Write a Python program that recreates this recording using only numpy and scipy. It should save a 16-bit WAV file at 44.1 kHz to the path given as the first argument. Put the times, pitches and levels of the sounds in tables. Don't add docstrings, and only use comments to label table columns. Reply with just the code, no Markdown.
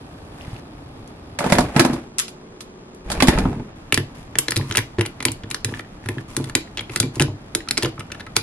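import sys
import numpy as np
from scipy import signal
from scipy.io import wavfile

SR = 44100
rng = np.random.default_rng(int(sys.argv[2]) if len(sys.argv) > 2 else 0)


def materialize(psi):
    bounded = np.clip(np.atleast_2d(psi).T, -1, 1)
    quanta = np.round(bounded * 32767).astype(np.int16)
    wavfile.write(sys.argv[1], SR, quanta)


N = 371322
TIME = np.arange(N) / SR
AGE = TIME[:SR // 3]


# f/Hz, level per Hz/dB
AIR_POUR = [(13, -35), (22, -9.5), (133, -4), (170, -14.5), (279, -6), (397, -14), (567, -15.5),
            (1010, -18), (1690, -28), (2160, -29), (5320, -33.5), (5930, -43), (10500, -41), (15000, -48)]
AIR_FRIDGE = [(13, -38), (22, -10), (86, -14), (224, -6.5), (286, -12.5), (356, -15), (431, -4.5),
              (468, -16), (668, -17.5), (1060, -22), (1150, -15), (1400, -25.5), (7380, -38),
              (10500, -40.5), (15000, -86.5)]
AIR_STIR = [(13, -31), (22, 1.5), (286, -2), (408, -11), (582, -9.5), (668, -9.5), (1030, -12.5),
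            (1430, -26), (1600, -9.5), (1780, -21.5), (2610, -22.5), (7180, -34), (9960, -46.5),
            (15000, -62)]
AIR_POUR_DB, AIR_FRIDGE_DB, AIR_STIR_DB = -39, -42, -40
# f/Hz, level/dB
MOTOR = [(226, -62), (366, -51), (425, -59)]
# f/Hz, nearby sounds/share, kitchen air/share
LIKENESS = [(59.6, .999, 1), (132, 1, 0.99), (296, 1, 0.91), (640, 0.65, 0.39), (1320, 0.46, -0.24),
            (3070, -0.41, -0.49), (7350, -0.093, -1.01), (15500, -0.99, -0.5)]
# f/Hz, level/dB, t60/s
KITCHEN = [(100.5, -23, 0.87), (367, 9, 0.23), (1500, 7, 0.17), (5130, 0.5, 0.29), (9500, -13, 0.21),
           (14000, 18, 0.13)]
SOFT_TOP_HZ = 12400
CUTOFF_HZ = 16000

# t/s, level/dB
POUR = [(0.0, -51.5), (0.318, -50.5), (0.416, -44), (0.594, -46), (0.616, -54), (1.332, -54), (1.36, -50)]
# f/Hz, level per Hz/dB
SPLASH = [(350, -42), (600, -15), (741, -7), (1110, -13.5), (1360, -14), (2880, -18.5), (3900, -24.5),
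          (9940, -27), (14000, -15)]
# t/s, level/dB, f/Hz
DROPS = [(0.41, -26, 2790), (.447, -32, 2300), (0.563, -28, 2560)]
GLUG_START_S, GLUG_END_S = .39, .6
SPRAY_COUNT, SPRAY_DB, SPRAY_LOW_HZ, SPRAY_HIGH_HZ = 70, -38, 1300, 5500

# t/s, boom f/Hz, boom level/dB, clack f/Hz, clack level/dB, crack f/Hz, crack level/dB, treble level/dB
BLOWS = [(1.388, 181, -20, 610, -16.5, 2280, -14, -16), (1.406, 260, -17, 610, -10.5, 1530, -28, -36),
         (1.442, 202, -14, 578, -8, 1270, -25, -26), (1.463, 252, -7, 840, -16, 1260, -27, -26),
         (1.5, 180, -20, 497, -16, 1800, -21, -20), (1.522, 214, -0.5, 596, -2, 1994, -4.5, -8.5),
         (1.552, 170, -8.5, 585, -24, 1840, -15, -21), (1.584, 297, -6.5, 730, 0, 2080, -11.5, -11.5),
         (1.606, 218, -14, 636, -28, 2150, -30, -18), (1.641, 261, -15, 623, -25, 2100, -38, -36),
         (1.763, 163, 0, 695, -5.5, 1650, -9, -15.5), (1.795, 269, 0.5, 665, -2.5, 1580, -2.5, -4),
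         (1.808, 271, -4, 700, -14.5, 1800, -13, -19.5), (1.849, 251, -4, 770, -6.5, 1470, -15.5, -15.0),
         (1.898, 220, -6.5, 835, -25, 1900, -29, -37), (1.933, 363.6, -12.5, 450, -27.5, 1320, -39, -25.5),
         (2.281, 363, -40, 800, -45, 2750, -31, -27.5), (2.606, 358, -37, 1107, -40, 1270, -31, -25.5),
         (3.101, 176, -18.5, 720, -17, 1580, -23, -19), (3.117, 243, -32, 740, -21.5, 1440, -19.5, -14),
         (3.203, 227, -14.5, 920, -21, 1590, -5.5, -16.5), (3.2232, 280, -0.5, 900, -5, 2090, -6, -6.5),
         (3.272, 275, -11, 900, -17, 1380, -17, -12), (3.283, 200, 2, 840, -6, 1900, -2.5, -7),
         (3.376, 150, -11, 950, -16, 1480, -21, -45), (3.386, 266, -9, 644, -16, 2300, -16, -19.5),
         (3.4535, 212, -4, 830, -14.5, 1230, -28, -50), (3.529, 198, -19, 750, -23.5, 1280, -43, -55),
         (3.597, 132, -13.5, 740, -28, 1910, -37, -63)]
# low f/Hz, high f/Hz, gain/dB, rattle against note/dB, t60/s
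FRIDGE_BANDS = [(125, 312, 0, -3, 0.06), (510, 1140, 0, 0.5, 0.038), (1253, 2800, 0.5, 3.5, 0.036)]
# low f/Hz, high f/Hz, gain/dB, t60/s
SPLINTER_BANDS = [(3330, 5140, -2, 0.059), (5200, 17600, 0.5, 0.085)]
SHARP_DB, SHARP_T60_S = -8.5, 0.01
# t/s, level/dB
SNAPS = [(1.076, -36.5), (2.184, -7), (2.191, -7), (2.198, -6), (2.947, -39.5)]
# t/s, level/dB, f/Hz, t60/s
THUDS = [(0.48, -20.5, 136, 0.038), (0.531, -20.5, 117, 0.081), (1.621, -22, 59.4, 0.35),
         (1.769, -14, 143, 0.1), (3.059, -27, 45.8, 0.65), (3.177, -16, 55, 0.1), (3.286, -3.5, 63, 0.07),
         (3.353, -15, 42, 0.58), (3.42, -23, 36, .25)]
# t/s, rumble level/dB, rattle level/dB
SHAKE = [
    [(1.36, -49, -73), (1.418, -34, -23.5), (1.592, -9.5, -23), (1.734, -33, -35), (1.772, -24, -21.5),
     (1.952, -23, -29.5), (2.1, -48, -52.5)],
    [(3.04, -34, -48), (3.126, -25.5, -27), (3.294, -16.5, -34.5), (3.326, -22.5, -22), (3.478, -13.5, -32),
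     (3.64, -32, -47), (3.72, -41, -48)],
]
# f/Hz, level per Hz/dB
RUMBLE = [(15, -30.5), (25, -16), (49, -4), (97, -4), (161, 0), (270, -2.5), (305, 18.5), (397, -19.5),
          (466, -36.5), (600, -42), (780, -65), (1320, -120)]
RATTLE = [(260, -26), (450, 5.5), (603, -13), (897, 1), (1100, -14), (1200, -11), (2430, -15),
          (4710, -28.5), (6990, -27.5), (8850, -30.5), (10900, -14), (15000, -45.5)]
SHELF_MODES_HZ = [595, 755, 1067, 1248, 1562, 2022]
CHATTER_PER_S, CHATTER_DB, CHATTER_CYCLES = 240, -7.5, 9

# t/s, low level/dB, middle level/dB, high level/dB
KNOCKS = [(3.975, -17, -21, -18.5), (4.566, -17.5, -23.5, -28), (4.596, -18, -20.5, -21),
          (4.648, -27, -40, -42), (4.7, -23, -41, -49), (4.782, -24, -30, -41), (4.984, -20, -12, -21),
          (4.993, -28, -19, -25), (5.255, -17.5, -25, -17), (5.437, -27, -29, -37),
          (5.649, -19.5, -31, -44), (5.683, -26, -26, -32), (5.72, -28, -27, -29), (6.058, -24.5, -33, -42),
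          (6.088, -28.5, -23.5, -22.5), (6.166, -22.5, -26.5, -33), (6.37, -21, -19, -28),
          (6.399, -22, -21, -28), (6.468, -26, -30, -40), (6.553, -30, -16.5, -24), (6.893, -32, -32, -36),
          (7.002, -19, -21, -29), (7.036, -19.5, -20, -27.5), (7.164, -23, -24, -29),
          (7.2, -11, -13.5, -17), (7.213, -12, -18.5, -25), (7.282, -21, -26, -26), (7.55, -55, -20, -30),
          (7.78, -34, -26, -22.5), (7.833, -25, -18, -20.5), (7.848, -22, -22, -17), (7.984, -29, -35, -37)]
KNOCK_HZ = [117, 370, 800]
# f/Hz, level/dB, t60/s
COUNTER = [(106.2, -2.5, 0.26), (136.2, -5.5, 0.29), (197.6, -5, 0.072), (272, 1, 0.047),
           (323.3, -2, 0.087), (374, -4, 0.082), (457, -6, 0.08), (584.6, -11.5, 0.065), (796, -6.5, 0.022),
           (1010, -7, 0.024)]
REBOUND_COUNT, REBOUND_S, REBOUND_DB = 2, 0.033, -10
ICE_PUSH_DB = [-18, -14.5, -13]

# t/s, level/dB, f/Hz
BUBBLES = [(4.612, -20, 1790), (4.809, -21, 2150), (5.691, -22, 1750), (5.739, -14.5, 1720),
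           (5.774, -26, 1690), (5.847, -33, 1810), (6.04, -32, 1800), (6.183, -17, 1660),
           (6.675, -32, 1900), (7.605, -20.5, 1850), (7.676, -23.5, 1240), (7.979, -24.5, 1240),
           (8.001, -26, 1500), (8.007, -24, 1250), (8.103, -27, 1450), (8.121, -28, 1480),
           (8.271, -26, 1250)]
BUBBLE_CYCLES, BUBBLE_RISE_PER_S, BUBBLE_SWELL_S = 26, 9, 0.0003
BUBBLE_NOTE_DB = -2
# start t/s, end t/s, level/dB
SLIDES = [(4.15, 4.242, -48), (4.366, 4.52, -43), (4.52, 4.69, -42.5), (4.69, 4.8, -37.5),
          (5.678, 5.81, -41.5), (6.036, 6.223, -49.5), (6.283, 6.5, -43.5), (6.91, 6.977, -38),
          (7.14, 7.193, -43), (7.78, 7.898, -40), (8.358, 8.403, -30.5)]
# f/Hz, level per Hz/dB
RUB = [(530, -42), (900, -12), (1000, 0.5), (1450, -16.5), (1770, -4.5), (2930, -10), (3340, -13),
       (5630, -13.5), (9510, -16.5), (10200, 2.5), (15500, -26.5)]
STIR_START_S = 3.75
RUB_REST_DB = -56
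GLIDE_DB, GLIDE_S = -33.5, 0.0097

# t/s, low f/Hz, low level/dB, middle f/Hz, middle level/dB, high f/Hz, high level/dB
ICE = [(3.9239, 2820, -4, 4250, -24, 10300, -8.5), (3.943, 2100, -17, 4600, -6.5, 7840, -8),
       (3.9755, 1810, -6.5, 5200, -19, 10700, -16.5), (4.3547, 1890, -15.0, 3230, -25, 6560, -33),
       (4.386, 2930, -12.5, 6240, -14, 10270, -0.5), (4.483, 1950, -12, 3900, -11, 6560, -21),
       (4.5073, 1700, -30, 4870, -18, 10450, -12.5), (4.5194, 1900, -15.0, 4700, -17, 10630.0, -20),
       (4.56, 3000, -23, 4670, -21, 9800, -19.5), (4.5655, 1920, -16, 4070, -9.5, 10560.0, -16.5),
       (4.574, 2500, -25, 4460, -21.5, 10100, -17.5), (4.711, 1770, -14.5, 3200, -19.5, 10070.0, -26),
       (4.723, 1980, -26, 6260.0, -18.5, 6800, -38), (4.751, 2060.0, -14.5, 4270.0, -26, 6580.0, -38),
       (4.7561, 2850.0, -15, 3900, -18, 9700, -17.5), (4.7709, 2850, -8.5, 5000, -11, 10900, -4.5),
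       (4.7805, 2140, -9, 5640, -18, 6300, -21), (4.7886, 2000, -13.5, 4370, -23, 9100, -21),
       (4.985, 2130, -21, 3960.0, -30, 7620.0, -39), (4.9928, 1940, -18, 4760, -27, 8430.0, -33),
       (5.01, 2600, -11, 3630, -14.5, 9800, -20), (5.052, 2300, -23, 3210.0, -34, 8430.0, -35),
       (5.0605, 3200, -20.5, 4700, -25, 10000, -22), (5.2037, 2400, -18, 3960, -23.5, 10230, -34),
       (5.2259, 1990, -20.5, 3550, -24, 9800, -25), (5.252, 2160, -9, 3970, -10.5, 9400, -6),
       (5.283, 2650, -16, 4200, -18, 6800.0, -37), (5.3178, 1950.0, -34, 5320.0, -37, 8540, -18),
       (5.4353, 1690, -31.5, 3400, -29.5, 6310.0, -53), (5.5025, 3120.0, -36, 4050, -34, 10500, -25),
       (5.5119, 2330, -18, 3880, -18, 10400, -19), (5.545, 1720, -20.5, 5930, -12, 6350, -19),
       (5.6462, 2040, -16, 4940, -13.5, 9780, -11.5), (5.7938, 1760, -20, 3250.0, -42, 9700, -36),
       (6.0592, 1770, -25, 4500, -40, 10500, -36), (6.0874, 1970, -14.5, 4100, -29, 10600, -21.5),
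       (6.3661, 1840, -18.5, 5260, -13.5, 8900, -12.5), (6.4412, 1880, -28.5, 3560, -25.5, 8900, -27.5),
       (6.4966, 1760, -24.5, 4530, -30, 8700, -30.5), (6.5517, 2260, -9, 4450, -6, 7400, -6.5),
       (6.7729, 3100, -18.5, 3240, -20.5, 6460, -27.5), (6.781, 2280, -21.5, 3300, -23.5, 7000, -38),
       (6.7921, 2540, -24, 3240.0, -17, 6910.0, -50), (6.808, 2200.0, -24, 3940.0, -34, 9720.0, -29),
       (6.8956, 2430, -24.5, 3950, -35, 10370.0, -43), (6.96, 2040, -12.5, 4300, -13.5, 8800, -12.5),
       (6.972, 2000, -28, 4200, -23, 8700, -27), (7.0008, 2600, -11.5, 4340, -5.5, 8930, -5),
       (7.0282, 2220, -18.5, 4790.0, -25, 6600, -28), (7.156, 2590.0, -35, 4590.0, -29, 6850, -29),
       (7.1974, 2880, -9, 4300, -17, 9500, -15), (7.2057, 1740, -12, 3780, -17, 8200, -19),
       (7.2143, 1540, -13.5, 4150, -17.5, 6600, -18), (7.2216, 2880, -14, 4900, -14, 8800, -11),
       (7.5497, 2050, -15, 3980, -10, 9100, -8.5), (7.6863, 2230, -23, 4400, -16.5, 9500, -23),
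       (7.7094, 2100, -16, 4270, -9, 9900, -11), (7.7723, 1920.0, -15.5, 3940, -13.5, 8860.0, -25),
       (7.777, 2260, -13, 4900, -8.5, 7700, -13.5), (7.782, 2200, -21, 4300, -17, 8500, -24),
       (7.8242, 2920, -18.5, 4210.0, -17, 9500, -22), (7.8309, 2900, -15, 4230, -14.5, 10600, -16),
       (7.8476, 2850, -14, 3660, -30, 6520.0, -27.5), (7.857, 1700, -16.5, 4920.0, -20.5, 6800.0, -27),
       (7.9947, 1530, -31, 3500, -28.5, 8600, -30), (8.004, 2620, -28, 4230, -34, 8500, -37),
       (8.118, 2600, -22.5, 3700, -23, 6100, -28.5), (8.1465, 1640, -29, 3630.0, -38, 9590.0, -43),
       (8.1969, 1620, -28.5, 3740, -32.5, 10000, -38), (8.206, 1850, -26.5, 3670, -29, 10000, -46),
       (8.2647, 1860, -28, 3840, -38, 9960.0, -44), (8.3557, 2000, -28, 3770.0, -42, 9640.0, -39),
       (8.3651, 2590, -7, 4180, -3, 10040, -6)]
# low f/Hz, high f/Hz, gain/dB, click against note/dB, note t60/s, spread of its modes/share of pitch
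ICE_BANDS = [(1200, 3200, 0, 0, 0.007, 0.16), (3170, 5900, -1.5, 1.5, 0.004, 0.13),
             (6250, 14500, 3, 4, 0.0082, 0.043)]
# f/Hz, level/dB, t60/s
JAR = [(5110, -22, 0.039), (9560, -33, 0.035)]
# t/s, level/dB, f/Hz, t60/s
FREE_CUBES = [(4.781, -29, 2400, .11), (6.7925, -20, 3260, .03), (6.96, -24, 2020, .035),
              (7.029, -26, 2330, .06), (7.825, -27, 1766, 0.088), (7.848, -24, 2912, .045)]
CLICK_RISE = 0.29
SLIDE_S, SLIDE_USUAL_DB, SOFT_SLIDE = .003, -15, .6
NEIGHBOUR_COUNT, NEIGHBOUR_DB = 4, -6


def from_db(db):
    return 10 ** (np.asarray(db) / 20)


def rms_one(x):
    return x / np.sqrt(np.mean(x ** 2) + 1e-20)


def at_hz(points, hz, axis=1):
    points = np.array(points)
    return np.interp(np.log(hz), np.log(points[:, 0]), points[:, axis])


def gate(start, end):
    return np.clip(np.minimum(TIME - start, end - TIME) / 0.0087 + .5, 0, 1)


def level(rows, axis=1):
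    rows = np.array(rows)
    gain = from_db(np.interp(TIME, rows[:, 0], rows[:, axis]))
    return gain * gate(rows[0, 0], rows[-1, 0])


def band(x, low, high, order=2):
    sos = signal.butter(order, [low, min(high, .48 * SR)], "band", fs=SR, output="sos")
    return signal.sosfilt(sos, x)


def soften(x):
    sos = signal.butter(12, min(SOFT_TOP_HZ, .45 * SR), fs=SR, output="sos")
    return signal.sosfilt(sos, x + 1e-18)


def add(out, s, sound):
    i = int(s * SR)
    out[:, i:i + sound.shape[-1]] += sound[..., :N - i]


def widen(pair, hz, axis=1):
    alike = np.clip(at_hz(LIKENESS, hz, axis), -1, 1)
    middle = np.sqrt(1 + alike) * pair[0]
    side = np.sqrt(1 - alike) * pair[1]
    return middle + side * np.array([[1], [-1]])


def from_left(x, corner_hz):
    k = np.tan(np.pi * corner_hz / SR)
    c = (k - 1) / (k + 1)
    return np.array([x, signal.lfilter([c, 1], [1, c], x + 1e-18)])


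def split(draw, axis=1):
    edges = 20 * 2 ** (np.arange(21) / 2)
    pairs = draw(), draw()
    for k, (low, high) in enumerate(zip(edges, edges[1:])):
        hz = np.sqrt(low * high)
        yield hz, widen(band(pairs[k % 2], low, high), hz, axis)


def grains(size, grain_db):
    jumps = np.clip(rng.standard_normal(size // 50 + 1), -2.5, 2.5)
    return from_db(grain_db * np.repeat(jumps, 50)[:size])


def texture(spectrum, start, end, grain_db, axis=1):
    size, out = int((end - start) * SR), np.zeros((2, N))
    uneven = grains(size, grain_db)
    bands = split(lambda: uneven * rng.standard_normal((2, size)), axis)
    lowest, highest = spectrum[0][0], spectrum[-1][0]
    coloured = sum(from_db(at_hz(spectrum, hz)) * x for hz, x in bands if lowest <= hz <= highest)
    add(out, start, rms_one(coloured))
    return soften(out)


def ring(hz, t60):
    out, age = np.zeros(len(AGE)), AGE[AGE < 2 * t60]
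    out[:len(age)] = np.sin(2 * np.pi * hz * age) * np.exp(-np.log(1000) * age / t60)
    return out


def crack(low, high, t60, grain_db=0):
    fade = from_db(-60 * AGE[:SR // 6] / t60)
    noise = rng.standard_normal((2, len(fade))) * (fade + 1e-9)
    pair = band(noise * grains(len(fade), grain_db), low, high)
    pair = pair * np.sqrt(np.sum(fade ** 2) / np.sum(pair ** 2, axis=1, keepdims=True))
    return widen(pair, np.sqrt(low * high)) / 2


def unit_hit(x):
    return x / np.sqrt(np.mean(np.sum(x ** 2, axis=-1)) * 1000 / SR)


def shares(ratio_db):
    return np.array([1, from_db(ratio_db)]) / np.hypot(1, from_db(ratio_db))


def note(hz, t60, slide_s, slip_db, detune, count=4, attack_share=0.12):
    out = ring(hz, t60)
    for pitch, size in rng.standard_normal((NEIGHBOUR_COUNT, 2)):
        out = out + from_db(NEIGHBOUR_DB) * size * ring(hz * np.exp(detune * pitch), t60)
    moments, pitches = rng.random(count), rng.standard_normal(count)
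    sizes = rng.uniform(-0.98, 1, count)
    for when, pitch, size in zip(moments, pitches, sizes):
        slip = from_db(slip_db) * size * ring(hz * np.exp(detune / 2 * pitch), t60)
        out = out + np.pad(slip, (int(when * slide_s * SR), 0))[:len(AGE)]
    attack = 1 - np.exp(-AGE / (attack_share * slide_s))
    return unit_hit(out[None] * attack)


def clatter(low, high, t60):
    rattle, touch = shares(SHARP_DB)
    dull = unit_hit(soften(crack(low, high, t60, grain_db=2.5)))
    return rattle * dull + touch * unit_hit(crack(low, high, SHARP_T60_S))


def air():
    places = [(AIR_POUR, AIR_POUR_DB, -.1, 1.39),
              (AIR_FRIDGE, AIR_FRIDGE_DB, 1.39, 3.68),
              (AIR_STIR, AIR_STIR_DB, 3.68, 8.6)]
    hiss = 0
    for colour, db, start, end in places:
        noise = texture(colour, max(start - .1, 0), end + 0.092, grain_db=-2.0, axis=2)
        hiss = hiss + from_db(db) * gate(start, end) * noise
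    motor = sum(from_db(db) * np.sqrt(2) * np.sin(2 * np.pi * hz * TIME) for hz, db in MOTOR)
    return hiss + gate(1.39, 3.68) * motor


def kitchen(x, build_s=0.0015):
    t = TIME[:SR // 2]
    tail = 0
    for hz, noise in split(lambda: rng.standard_normal((2, len(t)))):
        tail = tail + noise * from_db(at_hz(KITCHEN, hz) - 60 * t / at_hz(KITCHEN, hz, axis=2))
    tail = rms_one(soften(tail) * (1 - np.exp(-t / build_s))) / np.sqrt(len(t))
    return signal.fftconvolve(x[:1], tail, axes=1)[:, :N]


def shelf(rumble_db=-7, rattle_db=-3.3):
    out = 0
    for rows in SHAKE:
        span = rows[0][0], rows[-1][0]
        rumble = texture(RUMBLE, *span, grain_db=2.5)
        rattle = texture(RATTLE, *span, grain_db=3.5)
        out = out + from_db(rumble_db) * level(rows) * rumble
        out = out + from_db(rattle_db) * level(rows, axis=2) * rattle
    return out


def chatter():
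    out = np.zeros((1, N))
    for rows in SHAKE:
        start, end = rows[0][0], rows[-1][0]
        for when, size, pitch in rng.random((int(CHATTER_PER_S * (end - start)), 3)):
            hz = SHELF_MODES_HZ[int(pitch * len(SHELF_MODES_HZ))]
            tap = ring(hz, CHATTER_CYCLES / hz) * (1 - np.exp(-AGE * hz))
            add(out, start + when * (end - start), 10 * size ** 3 * tap)
    return from_db(CHATTER_DB) * sum(level(rows, axis=2) for rows in SHAKE) * out


def thuds():
    out = np.zeros((2, N))
    for s, db, hz, t60 in THUDS:
        add(out, s, from_db(db) * ring(hz, t60))
    return out


def snaps(t60=0.017, body_db=-9, body_t60=0.025):
    out = np.zeros((2, N))
    for s, db in SNAPS:
        bright = crack(5500, 11500, t60)
        body = crack(1300, 5000, body_t60)
        add(out, s, from_db(db) * (bright + from_db(body_db) * body))
    return out


def fridge_blows(right_db=1.5):
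    out = np.zeros((2, N))
    for s, *columns, treble_db in BLOWS:
        pitches, levels = columns[::2], columns[1::2]
        for hz, db, (low, high, gain_db, rattle_db, t60) in zip(pitches, levels, FRIDGE_BANDS):
            tone, rattle = from_db(db + gain_db) * shares(rattle_db)
            add(out, s, tone * note(hz, t60, slide_s=0.00604, slip_db=-7.5, detune=0.13))
            add(out, s, rattle * clatter(low, high, t60))
        for low, high, gain_db, t60 in SPLINTER_BANDS:
            add(out, s, from_db(treble_db + gain_db) * clatter(low, high, t60))
    lean = (from_db(right_db) - 1) * band(out, 450, 14660, order=1)
    return out + lean * np.array([[-1], [1]])


def drops(t60=0.008):
    out = np.zeros((2, N))
    spray = []
    for when, size, pitch in rng.random((SPRAY_COUNT, 3)):
        s = GLUG_START_S + when * (GLUG_END_S - GLUG_START_S)
        hz = SPRAY_LOW_HZ * (SPRAY_HIGH_HZ / SPRAY_LOW_HZ) ** pitch
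        spray.append((s, SPRAY_DB - 10 * size, hz))
    for s, db, hz in DROPS + spray:
        add(out, s, from_db(db) * crack(hz * .85, hz * 1.15, t60))
    return out


def pour(pour_db=0):
    return from_db(pour_db) * level(POUR) * texture(SPLASH, 0, POUR[-1][0], grain_db=4.0)


def knocks(detune=0.035, scatter_db=2.5):
    out = np.zeros((2, N))
    rebounds = []
    for s, *levels in KNOCKS:
        for when in rng.random(REBOUND_COUNT):
            rebounds.append((s + when * REBOUND_S, *np.add(levels, REBOUND_DB)))
    jolts = [(s, *np.add(ICE_PUSH_DB, low_db)) for s, _, low_db, *_ in ICE]
    for s, *levels in KNOCKS + rebounds + jolts:
        for k, (hz, db, t60) in enumerate(COUNTER):
            strength_db = np.interp(np.log(hz), np.log(KNOCK_HZ), levels) + rng.normal(0, scatter_db)
            mode = ring(hz * (1 + rng.normal(0, detune)), t60)
            add(out, s, (-1) ** k * from_db(strength_db + db) * mode)
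    return out


def bubbles(pop_db=-10, pop_t60=.03, grain_db=6):
    out = np.zeros((2, N))
    for s, db, hz in BUBBLES:
        phase = 2 * np.pi * hz * (AGE + BUBBLE_RISE_PER_S * AGE ** 2 / 2)
        swell = 1 - np.exp(-AGE / BUBBLE_SWELL_S)
        life = swell * from_db(-60 * AGE * hz / BUBBLE_CYCLES)
        add(out, s, from_db(db + BUBBLE_NOTE_DB) * life * np.sin(phase))
        add(out, s, from_db(db + pop_db) * crack(hz * .85, hz * 1.8, pop_t60, grain_db))
    return out


def pressure():
    glides = np.zeros((1, N))
    for s, *columns in ICE:
        loudest_db = max(columns[1::2])
        add(glides, s, from_db(loudest_db + GLIDE_DB) * np.exp(-AGE / GLIDE_S))
    slides = sum(from_db(db) * gate(start, end) for start, end, db in SLIDES)
    return np.sqrt(from_db(RUB_REST_DB) ** 2 + slides ** 2 + glides[0] ** 2)


def rubbing():
    return pressure() * texture(RUB, STIR_START_S, TIME[-1], grain_db=4.5)


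def free_cubes():
    out = np.zeros((1, N))
    for s, db, hz, t60 in FREE_CUBES:
        add(out, s, from_db(db) * ring(hz, t60))
    return from_left(out[0], corner_hz=5000)


def ice(dry_t60=0.016, click_t60=0.029, scatter_t60=0.028, direct_db=-2, spread_db=-5, scatter_db=-15,
        left_db=0.45, glass_scatter_db=1.0):
    direct, spread = np.zeros((1, N)), np.zeros((2, N))
    for s, *columns in ICE:
        pitches, levels = columns[::2], columns[1::2]
        softness_db = SOFT_SLIDE * (SLIDE_USUAL_DB - max(levels))
        slide_s = SLIDE_S * from_db(softness_db)
        brightness_db = levels[2] - levels[0]
        for hz, db, (low, high, gain_db, click_db, t60, detune) in zip(pitches, levels, ICE_BANDS):
            force = from_db(db + gain_db)
            tone, click = force * shares(click_db + CLICK_RISE * brightness_db)
            add(direct, s, tone * note(hz, t60, slide_s, slip_db=-1 + softness_db, detune=detune))
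            add(direct, s, click * from_db(direct_db) * unit_hit(crack(low, high, dry_t60)[0]))
            add(spread, s, click * from_db(spread_db) * unit_hit(crack(low, high, click_t60)))
            rattle = unit_hit(crack(low, high, scatter_t60, grain_db=10.0))
            add(spread, s, force * from_db(scatter_db) * rattle)
        for hz, db, t60 in JAR:
            glass_db = np.interp(hz, pitches, levels) + db + rng.normal(0, glass_scatter_db)
            add(direct, s, from_db(glass_db) * ring(hz, t60))
    return (from_left(direct[0], corner_hz=5200) + spread) * from_db([[left_db], [-left_db]])


def scene(jar_wet_db=-11, fridge_wet_db=-8, snap_wet_db=-6):
    jar = ice() + free_cubes() + bubbles() + knocks() + drops()
    fridge = fridge_blows() + thuds()
    snap = snaps()
    echo_feed = from_db(jar_wet_db) * jar + from_db(fridge_wet_db) * fridge + from_db(snap_wet_db) * snap
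    room = kitchen(echo_feed)
    return jar + fridge + snap + room + shelf() + chatter() + pour() + rubbing() + air()


def record(dry, fall_hz=11000, level_hz=12700):
    fall = signal.butter(8, fall_hz, fs=SR)[1]
    level_off = signal.butter(8, level_hz, fs=SR)[1]
    heard = signal.lfilter(level_off / level_off.sum(), fall / fall.sum(), dry)
    clipped = heard / (1 + heard ** 8) ** (1 / 8)
    return signal.sosfilt(signal.ellip(10, .1, 80, CUTOFF_HZ, fs=SR, output="sos"), clipped)


dry = scene()
out = record(dry)
materialize(out)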